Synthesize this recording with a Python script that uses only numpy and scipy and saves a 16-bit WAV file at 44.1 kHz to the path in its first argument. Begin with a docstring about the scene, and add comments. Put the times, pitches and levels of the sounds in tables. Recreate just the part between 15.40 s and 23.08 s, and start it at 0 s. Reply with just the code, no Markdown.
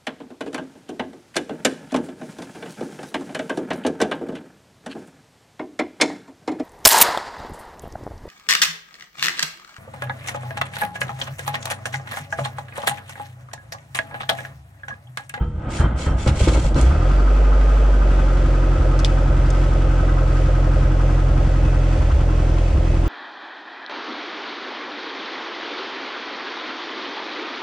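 """A four-cylinder piston engine starts behind the cabin of a small helicopter, heard from inside.
The starter is shaped noise with ringing casing modes and squealing tones; air wheezes out as sliding noise.
Lone firings thump as decaying low tones, then the engine catches, overshoots and idles as a sum of firing orders.
Knocks and bangs ring the panels, stumbles swell as a low tone, the fan is fluttering hiss, and switches snap."""
import sys
import numpy as np
from scipy import signal
from scipy.fft import rfft, irfft
from scipy.io import wavfile
from scipy.ndimage import uniform_filter1d

SR = 44100
rng = np.random.default_rng(int(sys.argv[2]) if len(sys.argv) > 2 else 0)


def unload_wav(signal):
    """Save mono or channel-first audio to the path in sys.argv[1] as 16-bit WAV at rate SR, clipped to [-1, 1]."""
    wavfile.write(
        sys.argv[1],
        SR,
        np.round(np.clip(np.atleast_2d(signal).T, -1, 1) * 32767).astype(np.int16),
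    )


N = 338688
T = np.arange(N) / SR  # time in seconds

# lone firings that thump the cabin:
# (start_s, level_db, pitch_hz, time_to_fall_60_db_s, panel_shake_db)
LONE_FIRINGS = [(0.009, -9, 70, 0.056, -34.5), (0.137, -24, 75, 0.68, -88), (0.269, -18, 73.5, 0.15, -48),
                (0.399, -6, 68.4, 0.069, -26), (0.438, -11.5, 57.3, 0.47, -26.5),
                (0.545, -24, 68, 0.22, -41), (0.668, -7, 75, 0.11, -28), (0.713, -15, 50.7, 0.34, -34),
                (0.867, -4, 69.2, 0.3, -23), (0.96, -20, 53.6, 0.39, -40), (1.013, -6, 59.7, 0.22, -27),
                (1.076, -10, 54.8, 0.63, -22.5), (1.149, -13, 57.2, 0.59, -24),
                (1.247, -11.5, 48.3, 0.65, -31.5), (1.31, -27, 50.4, 0.22, -41),
                (1.362, -5.5, 51.5, 0.17, -23)]
# idle stumbles, a missed firing: the steady firing tone dips and a low thump swells: (start_s, level_db)
MISSED_FIRINGS = [(3.382, -13), (3.831, -25), (4.289, -22), (4.89, -26), (5.82, -32), (6.078, -26),
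                  (6.579, -13.5), (6.724, -8), (7.335, -9.5)]
CATCH_S, CATCH_RISE_S = 1.3, 0.17  # the engine catches, and takes this long to come up
STARTER_OFF_S = 1.54
IDLE_HZ = 44.8  # firing rate that counts as idle


def undb(db):
    """Turn decibels into a gain."""
    return 10 ** (np.asarray(db) / 20)


def unit(x):
    """Scale a signal to an rms level of 1."""
    return x / np.sqrt(np.mean(np.abs(x) ** 2))


def curves(table):
    """Join the points of each column by straight lines in time."""
    seconds, *columns = np.transpose(table)
    return [np.interp(T, seconds, column) for column in columns]


def shape(table, hz):
    """Read the gain at hz from a table of (pitch_hz, level_db)."""
    f, db = np.transpose(table)
    return undb(np.interp(np.log(hz + 1), np.log(f), db))


def ring(x, hz, width):
    """Ring one mode with a double pole; real and imaginary parts are a quarter cycle apart."""
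    pole = np.exp((2j * hz - 1.14 * width) * np.pi / SR)
    once = signal.lfilter([1], [1, -pole], x)
    return signal.lfilter([1], [1, -pole], once)


def walk(rate):
    """Wander between random values, rate new ones a second, smoothed twice; spread a little under 1."""
    k = int(SR / rate)
    steps = np.repeat(rng.standard_normal(N // k + 1), k)
    return uniform_filter1d(uniform_filter1d(steps, k), k)[:N]


def gate(start, end, rise, fade):
    """Open in a straight line over rise seconds, hold, then die away exponentially."""
    return np.clip((T - start) / rise, 0, 1) * np.exp(-np.clip(T - end, 0, None) / fade)


def ticks(phase, size):
    """Place an impulse at each whole turn of the phase."""
    out = np.zeros(N)
    at = np.flatnonzero(np.diff(np.floor(phase)))
    out[at] = size[:len(at)]
    return out


def hiss(table):
    """Make two-channel noise of a given spectrum, with its own stereo width at each pitch."""
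    # how wide the hiss is: (pitch_hz, side_minus_mid_db)
    hiss_width = [(700, -68), (2000, -5), (4000, -8), (6000, 0), (10000, 2.5)]
    f = np.fft.rfftfreq(N, 1 / SR)
    spectrum = rfft(rng.standard_normal((2, N))) * shape(table, f)
    mid, side = irfft(spectrum * [f ** 0, shape(hiss_width, f)], N)
    return unit(np.array([mid + side, mid - side]))


def starter():
    """Gear teeth grind on every compression and ring the casing, while some of them squeal."""
    # the starter labours over a compression: (start_s, end_s, grind_db, fade_s)
    strokes = [(0.288, 0.398, -41, 0.037), (0.556, 0.651, -41.5, 0.049), (0.761, 0.854, -43, 0.1),
               (0.867, 0.877, -22, 0.01), (0.933, 0.998, -41, .03), (0.977, 1.007, -31, 0.065),
               (1.03, 1.15, -38, 0.032), (1.124, 1.27, -41, 0.034), (1.343, 1.41, -36, 0.44)]
    # further gear squeals: (start_s, end_s, pitch_hz, level_db)
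    gear_squeals = [(.352, .41, 8790, -51), (.27, .39, 3131, -59), (.39, .47, 3133, -48),
                    (.47, .62, 3129, -63), (.62, .74, 3129, -54), (.575, .635, 7850, -55),
                    (.25, .33, 1270, -46), (.8, .86, 7137, -52), (.79, .84, 3460, -52)]
    # thin whining tones, loudest at the start, each dying away at its own rate:
    # (pitch_hz, start_level_db, fade_s)
    whine_tones = [(3135, -52, 0.065), (1317, -41.5, 0.062), (340, -47, .3), (480, -42, 0.19),
                   (920, -44.5, 0.081)]
    # ringing modes of the starter casing: (pitch_hz, width_hz, level_db)
    casing_modes = [(2040, 73, -14), (2207, 46, -7), (2620, 66, -14), (3200, 43, -12.5), (3440, 73, -13),
                    (4120, 42, -12), (4280, 72, -15), (4710, 110, -15.5), (3700, 23, -29), (4020, 55, -25),
                    (5580, 57, -12), (5930, 31, -19), (6200, 70, -26), (6960, 100, -14), (7670, 36, -15)]
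    # spectrum of the grind: (pitch_hz, level_db_per_hz), relative
    grind_spectrum = [(700, -12), (1500, -11), (2300, -2.5), (3200, -2.5), (4200, -8.5), (5500, -9.5),
                      (7800, -8), (9500, -16), (10400, -20), (13400, -20.5), (16000, -64)]
    squeal_hz, squeal_s, squeal_db = 7070, 0.057, -53  # pinion squeal ending the first compressions
    flicker_db, flicker_per_s = 2.5, 30  # each casing mode is caught now and then

    load = undb(-69.0) ** 2
    for a, b, db, fade in strokes:
        load = load + (undb(db) * gate(a, b, 0.041, fade)) ** 2
    load = np.sqrt(load)

    def tone(f):
        """A sine whose level and pitch both waver."""
        level = np.sqrt(2) * undb(2.8 * walk(91.4))
        turns = np.cumsum(f + 6.3 * walk(40.6)) / SR
        return level * np.sin(2 * np.pi * turns + rng.uniform(-.5, .5, (2, 1)))

    pinion = [(b - squeal_s, b + 0.0078, squeal_hz, squeal_db) for _, b, _, _ in strokes[:3]]
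    squeal = sum(undb(db) * gate(a, b, 0.0065, 0.0051) * tone(f) for a, b, f, db in gear_squeals + pinion)
    whine = sum(undb(db) * np.exp(-T / fade) * np.sin(2 * np.pi * f * T) for f, db, fade in whine_tones)

    end = int(STARTER_OFF_S * SR)
    teeth = rng.standard_normal((2, end)) * undb(3.7 * walk(300)[:end])  # uneven teeth strike the casing
    casing = 0
    for f, width, db in casing_modes:
        flicker = flicker_db * walk(flicker_per_s)[:end]
        casing = casing + undb(db + flicker) * unit(ring(teeth, f, width).real)
    casing = np.pad(casing, ((0, 0), (0, N - end)))
    grind = undb(0.5) * hiss(grind_spectrum) + casing
    return load * undb(2.0 * walk(220)) * grind + squeal + whine


def cranking_shake():
    """Gains of panel shake and cabin rumble: the starter's load plus a burst after each lone firing."""
    engage_s, engage_rise_s = 0.12, 0.16  # the starter takes up its load
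    rest_db, loaded_db, base_rumble_db = -49.5, -32.5, -31.5  # panels before and under load; cabin rumble
    lead_s = 0.0081  # the panels crack before the cabin swells
    rise_s, hold_s, shake_fade_s = 0.0074, 0.02, 0.032  # burst after each lone firing
    after_db, rumble_fade_s = -13, 0.093  # rumble burst, relative to the firing's level
    load = np.clip((T - engage_s) / engage_rise_s, 0, 1)
    # separate noises add as powers
    shake = undb(rest_db + (loaded_db - rest_db) * load) ** 2
    rumble = undb(base_rumble_db) ** 2
    for s, db, _, _, shake_db in LONE_FIRINGS:
        shake_burst = gate(s - lead_s, s + hold_s, rise_s, shake_fade_s)
        rumble_burst = gate(s, s + hold_s, rise_s, rumble_fade_s)
        shake = shake + (undb(shake_db) * shake_burst) ** 2
        rumble = rumble + (undb(db + after_db) * rumble_burst) ** 2
    return np.sqrt(shake), np.sqrt(rumble)


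def panels(phase, knock_gain, shake_gain, bright_db, over_hz):
    """Knocks repeat every cycle, varying in level, and ring nearby panels over bangs and a steady shake."""
    # panels and frame: (pitch_hz, knock_width_hz, relative_level_db, side_share_db)
    panel_modes = [(205, 40, -4, -25), (258, 40, -1, -22), (316, 28, 1.2, -24), (348, 20, -3, -21),
                   (400, 50, -3, -18), (460, 40, -4, -16), (492, 30, -8, -14), (525, 35, 2, -14),
                   (562, 25, -3, -11), (622, 45, -3, -9), (720, 110, -5.5, -6), (850, 60, -10, -1),
                   (995, 70, -12, 0), (1080, 40, -13, -2), (1228, 34, -4.5, -6), (1280, 36, -3.5, -4),
                   (1360, 32, -5.5, -5), (1440, 50, -10.5, -4), (1522, 36, -7, -4), (1645, 40, -13, -4),
                   (1970, 200, -15, -5), (2500, 700, -17, -6), (3150, 500, -21, -6)]
    # valve-gear knocks in a cycle of four firings: (share_of_cycle, relative_level_db, panel_centre_hz)
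    valve_knocks = [(0, 12, 320), (.05, 2, 850), (.12, 2, 850), (.15, 4, 520), (.21, 3, 850), (.25, 8, 310),
                    (.255, 13, 1250), (.27, 2, 560), (.34, 9, 1350), (.36, 3, 850), (.385, 8, 300),
                    (.41, 2, 540), (.46, 7, 1250), (.53, 7, 320), (.58, 6, 1300), (.64, 6, 1400),
                    (.68, 15, 530), (.75, 7, 310), (.755, 3, 900), (.76, 4, 1300), (.87, 7, 500),
                    (.95, 2, 1300), (.98, 4, 560)]
    # the engine bangs against its mounts while it coughs: (start_s, relative_level_db, panel_centre_hz)
    mount_bangs = [(0.389, -31, 300), (.438, -26, 500), (0.669, -28, 300), (0.714, -32, 603),
                   (0.861, -14, 313), (.874, -23, 1200), (.893, -19, 900), (.94, -28, 230),
                   (1.002, -14, 543), (1.069, -9.5, 340), (1.077, -20, 1300), (1.119, -12, 330),
                   (1.145, -28, 298), (1.171, -12, 400), (1.241, -18.5, 550), (1.304, -21, 495),
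                   (1.346, -16.5, 370), (1.37, -12, 420), (1.385, -13, 750), (1.425, -9.5, 300),
                   (1.457, -18, 456)]
    # how cranking shakes the panels: (pitch_hz, level_db)
    crank_colour = [(200, 4.5), (320, -4), (550, -6.5), (900, 6), (1300, -8), (2000, -0.5), (3000, -2.5)]
    # faster knocking favours other panels: (pitch_hz, level_db_per_hz_above_idle)
    racing_tilt = [(200, 1.2), (320, -0.6), (480, 2), (530, 0.23), (575, 1), (700, 0.78)]
    bang_octaves, bang_spread_s = 0.85, .014  # reach across panels; each answers a little late
    low_db_per_s = 0.55  # the lowest panels gain after the catch, as the idle slows

    blows = []
    for share, db, _ in valve_knocks:
        sizes = undb(db + 1.6 * rng.standard_normal(100))
        blows.append(ticks(phase / 4 - share, sizes))
    at, bang_db, centre = np.transpose(mount_bangs)
    # how each bang happens to catch each panel
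    grip = rng.uniform(-1.04, 1, (len(mount_bangs), len(panel_modes)))
    late = rng.random((len(mount_bangs), len(panel_modes))) ** 2
    out = 0
    for k, (hz, width, db, side_db) in enumerate(panel_modes):
        knock = sum(b * np.exp(-(np.log2(hz / c) / 0.45) ** 2) for b, (_, _, c) in zip(blows, valve_knocks))
        struck = knock_gain * unit(ring(knock, hz, width)) * (.9 if hz < 1800 else 0)

        jolts = np.zeros(N)
        when = ((at + bang_spread_s * late[:, k]) * SR).astype(int)
        reach = np.exp(-(np.log2(hz / centre) / bang_octaves) ** 2)
        jolts[when] = undb(bang_db + 3.5) * grip[:, k] * reach
        # a doubled mode swells to 1 / (e x damping) of the blow, so undo that
        banged = ring(jolts, hz, 2 * width) * np.e * 1.33 * width * np.pi / SR

        racing_db = np.interp(hz, *np.transpose(racing_tilt)) * over_hz
        slowing_db = low_db_per_s * (hz < 330) * np.clip(T - CATCH_S, 0, None)
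        shift = undb(racing_db + slowing_db)
        struck = struck * shift + banged

        steady = .36 if hz < 700 else .8
        running = steady * shift * knock_gain * undb(1.5 * walk(8.2))
        cranking = shake_gain * shape(crank_colour, hz)
        # the twin panel across the cabin shakes on its own and widens the sound
        shake, twin = unit(ring(rng.standard_normal((2, N)), hz, 1.62 * width)) * (running + cranking)
        side = (-1) ** k * undb(side_db) * (struck.imag + .7 * shake.imag + .7 * twin.real)
        both = (struck + shake).real + side * np.array([[1], [-1]])
        out = out + undb(db + bright_db * (hz > 1100)) * both
    return out * undb(-6.0)


def boom(hz, phase, on, rumble):
    """Sum the firing orders as the cabin passes them, then add uneven firings and rumble in its modes."""
    # how the cabin answers a low tone: (pitch_hz, level_db)
    cabin_answer = [(24, -45), (36, -29), (43, -17.5), (48, -13.5), (55, -10.5), (66, -14), (86, -23),
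                    (91, -27.5), (95, -34), (98, -46), (112, -55), (124, -31), (131, -25.5), (138, -27.5),
                    (141, -31), (144, -40), (147, -36), (166, -34), (176, -46), (187, -36), (195, -45),
                    (220, -50), (232, -46), (241, -35.5), (248, -46), (262, -44), (292, -46), (306, -46),
                    (318, -39), (390, -52), (437, -60), (486, -51), (535, -48)]
    # cabin modes rung by the unevenness of the firings: (pitch_hz, width_hz, relative_level_db)
    cabin_modes = [(36.4, 87, -10), (66.6, 31, 6), (88.3, 81, 1), (122.35, 2.4, -2.5), (136.8, 23.6, -1.5)]
    # strength of each cylinder in turn: (relative_level_db)
    cylinder_db = [-1.5, 2.0, -.7, -.1]
    # firing orders above the first: (time_s, extra_level_db)
    upper_orders = [(1.4, 1.8), (3.0, -1.8), (3.8, 0), (4.4, 0), (5.9, 1), (6.5, 0.6), (7.68, -1)]
    orders_db = -1
    # the slower it turns, the more unevenly it fires, up to a top level
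    idle_uneven_db, uneven_db_per_hz, uneven_top_db = -28.5, -1.5, -27
    miss_db, miss_s = 3.5, 0.033  # dip of the orders at a stumble: depth above its level, 1/e half-width
    lead = .6  # radians, shared by all orders, which skews each pulse

    upper_db, = curves(upper_orders)
    orders = 0
    for k in range(1, 12):
        level = np.sqrt(2) * undb(upper_db * (k > 1)) * shape(cabin_answer, k * hz)
        orders = orders - level * np.cos(2 * np.pi * k * phase + lead)
    dip = 1
    for s, db in MISSED_FIRINGS:
        dip = dip - undb(db + miss_db) * np.exp(-((T - s - miss_s / 2) / miss_s) ** 2)
    dip = np.clip(dip, 0, 1)

    strength = undb(np.resize(cylinder_db, 400)) + .3 * rng.uniform(-1, 1, 400)
    push = ticks(phase, strength - strength.mean())  # each firing's excess or shortfall

    def in_cabin(x):
        """Ring every cabin mode with x."""
        return unit(sum(undb(db) * unit(ring(x, f, w).real) for f, w, db in cabin_modes))

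    uneven = in_cabin(push)
    rough = in_cabin(rng.standard_normal(N))
    uneven_db = np.minimum(idle_uneven_db + uneven_db_per_hz * (hz - IDLE_HZ), uneven_top_db)
    return on * (undb(orders_db) * dip * orders + undb(uneven_db) * uneven) + rumble * rough


def thumps():
    """A soft push of gas swells quickly and the cabin rings on at two low pitches."""
    out = np.zeros(N)
    for s, db, f, t60, _ in LONE_FIRINGS:
        t = np.clip(T - s, 0, None)
        swell = (1 - np.exp(-t / 0.0033)) * undb(-60 * t / t60)
        overtone = 0.6 * np.sin(2 * np.pi * 1.575 * f * t) * np.exp(-t / 0.05)
        out -= undb(db) * swell * (np.sin(2 * np.pi * f * t) + overtone)
    return out


def wheezes():
    """A narrow band of air noise slides down in pitch as the pressure after a compression drains."""
    # air wheezing out: (start_s, level_db)
    air_puffs = [(.38, -30.5), (.655, -36.5)]
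    start_hz, width_hz = 1530, 420
    hold_s, octaves_per_s, length_s = .025, -14, .075  # wait before sliding, slide, time before fading
    out = np.zeros(N)
    for s, db in air_puffs:
        hz = start_hz * 2 ** (octaves_per_s * np.clip(T - s - hold_s, 0, None))
        air = unit(ring(rng.standard_normal(N), 0, width_hz))
        moved = (air * np.exp(2j * np.pi * np.cumsum(hz) / SR)).real  # carry the noise up to hz
        out += undb(db) * gate(s, s + length_s, 0.012, 0.016) * moved
    return out


def clicks():
    """A broad noise snap has a rebound and a short tail, and rings a small housing."""
    # panel switches, the starter pinion and the crack of the hardest firings:
    # (start_s, level_db, left_minus_right_db, time_to_fall_60_db_s, snap_centre_hz,
    #  housing_ring_db, snap_db, rebound_after_s)
    snaps = [(0.8758, -13.5, -2, 0.15, 2280, -26, -17, 0.015),
             (1.0845, -15.5, 0, .06, 2600, -26, -14, 0.0087), (1.3443, -27.5, 1, 0.049, 4500, -7, -9, .012),
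             (1.4125, -23, -10, 0.042, 7500, -20, -1.5, 0.014),
             (3.591, -18, .5, 0.046, 5350, -21, -20, .008),
             (3.6471, -11.5, 1, 0.082, 3900, -3, -3.5, 0.011),
             (4.1025, -20, 2, 0.038, 5900, -20, -17, 0.0057)]
    # modes of the small housing: (pitch_hz, level_db, time_to_fall_60_db_s)
    housing_modes = [(3490, 1.5, 0.012), (4700, -15, 0.014), (5900, -6.5, 0.0087)]
    out, t = np.zeros((2, N)), T[:4000]
    modes = sum(undb(db - 60 * t / t60) * np.sin(2 * np.pi * f * t) for f, db, t60 in housing_modes)
    modes = modes * (1 - np.exp(-t / 0.00027))  # soften the onset
    for s, db, pan_db, t60, hz, ring_db, snap_db, rebound_s in snaps:
        noise = rng.standard_normal((2, len(t))) + rng.standard_normal(len(t))  # partly shared by both sides
        snap = undb(snap_db) * 1.6 * t / .0006 * np.exp(-t / .0006)
        tail = .12 * undb(-60 * t / t60)
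        rebound = 0.06 * np.exp(-((t - rebound_s) / (.6 * rebound_s)) ** 2)
        crack = unit(ring(noise, hz, 3600.).real) * (snap + tail + rebound)
        pan = np.array([[pan_db], [-pan_db]]) / 2
        i = int(s * SR)
        out[:, i:i + len(t)] += undb(db + pan) * (undb(ring_db) * modes + crack)
    return out


def fan(phase, fan_db):
    """Cooling air hisses and rings the cowling, flutters with the firings and pulses once a cycle."""
    # spectrum of the air hiss: (pitch_hz, level_db_per_hz), relative
    air_spectrum = [(600, -47), (1200, -24), (1800, -17), (2600, -21), (3300, -22.5), (3900, -28),
                    (5600, -30), (7900, -35.5), (9200, -39.5), (10400, -50.5), (11500, -39), (14500, -73),
                    (16000, -85.5)]
    # cowling modes ringing in the air stream: (pitch_hz, width_hz, level_db)
    cowling_modes = [(1960, 50, -13), (2570, 80, -13), (4620, 40, -22), (5850, 60, -26)]
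    rings = 0
    for f, width, db in cowling_modes:
        tone = unit(ring(rng.standard_normal((2, N)), f, width).real)
        rings = rings + undb(db + 3.9 * walk(9)) * tone
    turn = (phase / 4 - .42) % 1  # place within a cycle of four firings
    flutter = 1 + 0.1 * np.cos(2 * np.pi * phase) + 0.41 * np.exp(-turn / 0.06)
    return undb(fan_db + 1.0 * walk(12)) * flutter * (hiss(air_spectrum) + rings)


def stumbles():
    """Each stumble swells into the main cabin mode and dies within a few cycles."""
    out = np.zeros(N)
    for s, db in MISSED_FIRINGS:
        t = np.clip(T - s, 0, None) / .015  # the swell peaks after 0.015 s
        out += undb(db) * t * np.exp(1 - t) * np.sin(2 * np.pi * 65.5 * (T - s))
    return out


def scene():
    """Crank the engine, let it catch and idle, and add up everything heard in the cabin."""
    # crankshaft speed: (time_s, firing_rate_hz)
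    engine_speed = [(1.35, 24.3), (1.42, 26.8), (1.49, 32.7), (1.54, 36.9), (1.6, 41.2), (1.65, 43.9),
                    (1.72, 46.4), (1.97, 48.5), (2.42, 49.0), (2.86, 45.5), (3.08, 44.4), (3.96, 43.9),
                    (4.15, 44.4), (4.74, 43.6), (6.02, 43.7), (6.57, 43.2), (6.64, 42.6), (7.06, 42.7),
                    (7.34, 41.9), (7.68, 41.9)]
    # valve-gear knocking, easing as the engine warms or races
    knock_db, knock_db_per_s, knock_db_per_hz = -27.5, -0.3069, -0.79
    # the bright panels: sinking while cranking; once running, held and then sinking
    crank_bright_db, crank_bright_db_per_s = 4.5, -3
    bright_db, bright_hold_s, bright_db_per_s = -4, 3.1, -2
    fan_db, rush_db, rush_fade_s = -43.5, 3, 0.15  # air rushes as the engine catches

    hz, = curves(engine_speed)
    phase = np.cumsum(hz) / SR  # one turn per firing
    over_hz = np.clip(hz - IDLE_HZ, 0, None)
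    since = np.clip(T - CATCH_S - CATCH_RISE_S, 0, None)  # seconds since the engine fully caught
    on = np.clip((T - CATCH_S) / CATCH_RISE_S, 0, 1)
    cranking = np.clip((STARTER_OFF_S - T) / 0.2, 0, 1)
    shake, rumble = cranking_shake()

    running_bright = bright_db + bright_db_per_s * np.clip(since - bright_hold_s, 0, None)
    cranking_bright = crank_bright_db + crank_bright_db_per_s * T
    panel_bright = on * running_bright + (1 - on) * cranking_bright
    knock_gain = on * undb(knock_db + knock_db_per_s * since + knock_db_per_hz * over_hz)

    low = boom(hz, phase, on, cranking * rumble) + thumps() + stumbles()
    low = low * undb([[-.2], [.2]])  # slightly stronger on the right
    rattle = panels(phase, knock_gain, cranking * shake, panel_bright, over_hz)
    air = on * fan(phase, fan_db + rush_db * np.exp(-since / rush_fade_s))
    return low + rattle + air + cranking * starter() + wheezes() + clicks()


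def record(dry):
    """Round the peaks, cut off steeply at a ceiling, and step down by about 10 dB above a lower edge."""
    step_hz, ceiling_hz = 10454, 15100
    rounded = np.tanh(1.33 * dry) / 1.056
    ceiling = signal.ellip(8, .2, 70, ceiling_hz, fs=SR, output="sos")
    step = signal.ellip(7, .2, 10, step_hz, fs=SR, output="sos")
    return signal.sosfilt(step, signal.sosfilt(ceiling, rounded))


dry = scene()
out = record(dry)
unload_wav(out)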